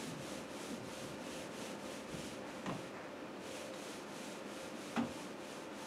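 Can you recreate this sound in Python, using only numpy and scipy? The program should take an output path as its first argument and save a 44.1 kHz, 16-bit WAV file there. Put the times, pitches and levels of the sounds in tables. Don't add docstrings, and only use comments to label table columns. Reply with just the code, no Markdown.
import sys
import numpy as np
from scipy import signal
from scipy.fft import rfft, irfft
from scipy.io import wavfile

SR = 44100
rng = np.random.default_rng(int(sys.argv[2]) if len(sys.argv) > 2 else 0)


def unload_wav(signal):
    wavfile.write(
        sys.argv[1],
        SR,
        np.round(np.clip(np.atleast_2d(signal).T, -1, 1) * 32767).astype(np.int16),
    )


N = 258426
TIME = np.arange(N) / SR
HZ = np.fft.rfftfreq(N, 1 / SR)


def amp(db):
    return 10 ** (np.asarray(db) / 20)


def unit(x):
    return x / np.sqrt(np.mean(x ** 2) + 1e-20)


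def read(points, hz):
    f, value = np.transpose(points)
    return np.interp(np.log(hz + 1), np.log(f), value)


def follow(rows):
    return np.interp(TIME, *np.transpose(rows))


def colour(x, spectrum):
    gain = amp(read(spectrum, np.fft.rfftfreq(len(x), 1 / SR)))
    return unit(irfft(rfft(x) * gain, len(x)))


def wander(hz):
    lowpass = np.exp(-(HZ / hz) ** 2)
    return unit(irfft(rfft(rng.standard_normal(N)) * lowpass, N))


def band(centre_hz, width_hz):
    phase = 2 * np.pi * np.cumsum(centre_hz * np.ones(N)) / SR
    return unit(wander(width_hz) * np.cos(phase) + wander(width_hz) * np.sin(phase))


def add(mix, s, sound):
    part = mix[max(round(s * SR), 0):][:len(sound)]
    part += sound[:len(part)]


def swell(s, length):
    return np.cos(np.pi * np.clip((TIME - s) / length, -.5, .5))


# f/Hz, density level/dB
FAN_AIR = [(30, -31), (85, -13), (130, -9), (215, -0.5), (340, 1.5), (430, -2.5), (560, -2.5), (720, -7),
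           (1400, -11), (2100, -16.5), (2600, -16), (3400, -21), (6300, -28.5), (11000, -38), (15700, -47)]
# f/Hz, rms level before the common trim/dB
FAN_TONES = [(207, -61), (296, -62), (525, -57), (590.5, -62), (886, -66), (1223, -71), (1394, -70),
             (1772, -73.5), (2362, -74), (2435, -72.5), (2583, -76)]
FAN_AIR_DB = -49.5
FAN_DRIFT_HZ, FAN_DRIFT_SLOPE = 4.566, 0.488


def fan(tones_db=-1, waver_db=3):
    out = amp(FAN_AIR_DB) * colour(rng.standard_normal(N), FAN_AIR)
    for hz, db in FAN_TONES:
        drift_hz = FAN_DRIFT_HZ * (500 / hz) ** FAN_DRIFT_SLOPE
        phase = 2 * np.pi * np.cumsum(hz + drift_hz * wander(hz=24.54)) / SR
        tone = np.sin(phase) * amp(waver_db * wander(hz=8.2))
        out += amp(db + tones_db) * unit(tone)
    return out


# f/Hz, reverberation time to -60 dB t60/s
ROOM_DECAY = [(100, 0.28), (500, 0.16), (2000, 0.42), (6000, 0.55), (14000, 0.067)]


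def room(x, first_s=0.0056):
    taps = rng.standard_normal(SR // 2) * (np.arange(SR // 2) > first_s * SR)
    hz, t, z = signal.stft(taps, SR, nperseg=256)
    decay = amp(-60 * t / read(ROOM_DECAY, hz)[:, None])
    tail = signal.istft(z * decay, SR, nperseg=256)[1]
    return signal.fftconvolve(x, tail / np.linalg.norm(tail))[:N]


# t/s, rumble level before speed is added/dB
LOOSENESS = [(0, -55), (.28, -55), (.6, -57.5), (1.65, -54.5), (1.9, -60), (2.2, -57), (2.45, -54),
             (3.1, -72), (4.4, -76), (5.86, -70.5)]
# middle t/s, length/s, centre f/Hz, level/dB
JUDDERS = [(0.053, 0.23, 253, -50.5), (0.15, 0.3, 154.3, -51.5), (0.727, 0.082, 245, -44.5),
           (0.83, 0.19, 125.2, -57), (1.078, 0.15, 150, -54.5), (1.704, 0.12, 180, -53),
           (2.142, .22, 80, -60), (2.168, 0.12, 169, -48), (3.237, 0.064, 296.6, -48.5),
           (4.746, 0.059, 235, -51), (5.058, .2, 92.6, -58)]
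# f/Hz, density level/dB
RUMBLE = [(25, -44), (45, -20), (60, -17), (75, -0.5), (95, -8), (160, -2.5), (260, 4.5), (500, -6),
          (1200, -37), (4000, -80)]


def panel(speed_db, speed_share=0.32, judder_width_hz=45):
    rumble_db = follow(LOOSENESS) + speed_share * (speed_db - speed_db.mean())
    out = amp(rumble_db) * colour(rng.standard_normal(N), RUMBLE)
    for s, length, hz, db in JUDDERS:
        grip = swell(s, length)
        shake = grip * band(hz, judder_width_hz)
        shake *= np.linalg.norm(grip) / np.linalg.norm(shake)
        out += amp(db) * shake
    return out


# t/s, clack level/dB, brightness/(dB per octave), boom level/dB,
# panel ring level/dB, shell f/Hz, shell level/dB (levels before decay)
BLOWS = [(2.6601, -40.5, 2, -39, -41.5, 1860, -38), (2.695, -39.5, -4, -58, -68, 1050, -37),
         (2.723, -57, 6, -56, -56, 650, -33.5), (3.738, -52, 6, -75, -75, 3800, -46),
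         (4.9623, -36.5, -0.5, -63, -70, 1370, -35), (4.9665, -39.5, 0.5, -67, -70, 2030, -47),
         (4.972, -36.5, -2, -50, -31, 2570, -45), (4.997, -50, 1, -45.5, -41, 840, -40),
         (5.024, -46, -6, -50, -49, 1460, -47)]
# f/Hz, relative level/dB, t60/s
PANEL_MODES = [(232.3, 6.5, 0.22), (274, -5, 0.52), (327, -15, 0.073), (406, -9, 0.15), (730, -21, .09),
               (820, -11, 0.16), (1070, -18, 0.11), (1280, -11, 0.082)]
# f/Hz, density level/dB
CLACK = [(30, -70), (150, -26), (400, -7), (750, 13.5), (1350, 7), (1700, 1.5), (2800, 2.5), (4500, -13),
         (7000, -12.5), (11000, -36), (15700, -50)]
BOOM = [(40, -41), (80, -24), (125, -8.5), (200, -7.5), (280, -7.5), (450, -20), (1000, -22), (3000, -62)]


def knocks(clack_t60=0.11, shell_t60=0.031, boom_t60=0.62, boom_rise=0.0035, ring_rise=0.0069):
    t = np.arange(SR // 2) / SR
    out = np.zeros(N)
    ring = sum(amp(db - 60 * t / t60) * np.sin(2 * np.pi * hz * t) for hz, db, t60 in PANEL_MODES)
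    ring *= 1 - np.exp(-t / ring_rise)
    for s, clack_db, tilt_db, boom_db, ring_db, shell_hz, shell_db in BLOWS:
        tilted = [(hz, db + tilt_db * np.log2(hz)) for hz, db in CLACK]
        clack = colour(rng.standard_normal(len(t)), tilted) * amp(clack_db - 60 * t / clack_t60)
        shell = np.sin(2 * np.pi * shell_hz * t) * amp(shell_db - 60 * t / shell_t60)
        boom = colour(rng.standard_normal(len(t)), BOOM) * amp(boom_db - 60 * t / boom_t60)
        boom *= 1 - np.exp(-t / boom_rise)
        add(out, s, clack + shell + boom + amp(ring_db) * ring)
    return out


# start t/s, end t/s, hiss control level/dB,
# rasp control level/dB, lean (over 1 is fastest late)
STROKES = [(-0.1, 0.163, -51, -54, 1), (0.16, 0.46, -52.5, -51, 1), (0.478, 0.806, -52.5, -56, 1.1),
           (0.825, 1.175, -53.5, -52, .95), (1.179, 1.49, -53, -47.5, 1.3), (1.501, 1.77, -52.5, -48, 1.05),
           (1.775, 2.054, -53.5, -51, 1.15), (2.06, 2.395, -53, -48.5, .95), (2.445, 2.7, -60, -53, .8),
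           (2.619, 2.92, -58, -51, 1.15), (3.411, 3.714, -53, -49, 0.957), (3.721, 4.044, -53.5, -52, 1),
           (4.061, 4.415, -53.5, -57, 1.1), (4.446, 4.74, -55, -52.5, 1.05),
           (4.724, 5.022, -54.5, -54, 1.05), (5.025, 5.339, -55, -52, 1), (5.372, 5.675, -56, -53, 1.05),
           (5.722, 5.999, -54.5, -55, 1.05)]
TURN_SPEED, ARCH_POWER, SETTLE_S = .27, 0.94, .04
CREEP_DB = -76.5


def hand():
    speed = pressure = amp(CREEP_DB) * np.ones(N)
    for start, end, hiss_db, rasp_db, lean in STROKES:
        inside = np.clip(TIME, start, end)
        progress = (inside - start) / (end - start)
        arch = abs(np.sin(np.pi * progress ** lean)) ** ARCH_POWER
        settle = np.exp(-abs(TIME - inside) / SETTLE_S)
        sweep = (TURN_SPEED + (1 - TURN_SPEED) * arch) * settle
        speed = np.maximum(speed, amp(hiss_db) * sweep)
        pressure = np.maximum(pressure, amp(rasp_db) * sweep)
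    return 20 * np.log10(speed), 20 * np.log10(pressure)


def fibres(per_s, spread_db):
    size = amp(spread_db * np.minimum(rng.exponential(1, N), 5))
    return size * rng.standard_normal(N) * (rng.random(N) < per_s / SR)


# f/Hz, density level/dB
FELT_HISS = [(60, -29), (200, -4), (330, -6), (570, 8.5), (750, -10), (1400, -1.5), (3000, 0.5), (3900, 0),
             (4800, -3), (6300, -1), (8300, -6), (10200, -8), (12000, -14), (15700, -32)]
FIZZ = [(2000, -50), (6500, -16), (8300, -5), (10000, -2), (12000, -13.5), (14000, -17), (15700, -27)]
HEAVY_FELT = [(60, -14), (300, 6), (1000, 5.5), (1350, -1.5), (1800, 1), (2400, -6.5), (3300, -23),
              (6500, -20), (15700, -50)]
# middle t/s, length/s, level before the drag trim/dB
DRAGS = [(2.501, 0.21, -52), (3.015, 0.23, -51)]
LIGHT_DRAG_DB, DRAG_SPEED_SHARE = -63, 0.19


def felt(speed_db, pressure_db, hiss_db=0, fizz_db=-15, fizz_growth=0.35, rasp_db=-13.0, rasp_hz=2650,
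         rise_hz_per_db=30, rasp_width_hz=650, drag_db=1.0, flutter_db=0.55):
    haste_db = speed_db - np.median(speed_db)
    hiss = amp(speed_db + hiss_db) * colour(fibres(per_s=24000, spread_db=-0.2), FELT_HISS)
    fizz_level_db = speed_db + fizz_db + fizz_growth * haste_db
    fizz = amp(fizz_level_db) * colour(rng.standard_normal(N), FIZZ)
    rasp = amp(pressure_db + rasp_db) * band(rasp_hz + rise_hz_per_db * haste_db, rasp_width_hz)
    weight = amp(LIGHT_DRAG_DB + DRAG_SPEED_SHARE * haste_db)
    for s, length, db in DRAGS:
        weight = np.maximum(weight, amp(db) * swell(s, length))
    drag = weight * amp(drag_db) * colour(fibres(per_s=2500, spread_db=0.5), HEAVY_FELT)
    uneven_grip = amp(flutter_db * wander(hz=44.7))
    return (hiss + fizz + rasp + drag) * uneven_grip


def scene(felt_wet_db=-21, knock_wet_db=-11):
    speed_db, pressure_db = hand()
    wiping = felt(speed_db, pressure_db)
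    hits = knocks()
    reflections = room(amp(felt_wet_db) * wiping + amp(knock_wet_db) * hits)
    mono = fan() + reflections + panel(speed_db) + hits + wiping
    return np.array([mono, mono])


def record(dry):
    taps = signal.firwin(1023, 15720, window=("kaiser", 9), fs=SR)
    return signal.oaconvolve(dry, taps[None], "same")


dry = scene()
out = record(dry)
unload_wav(out)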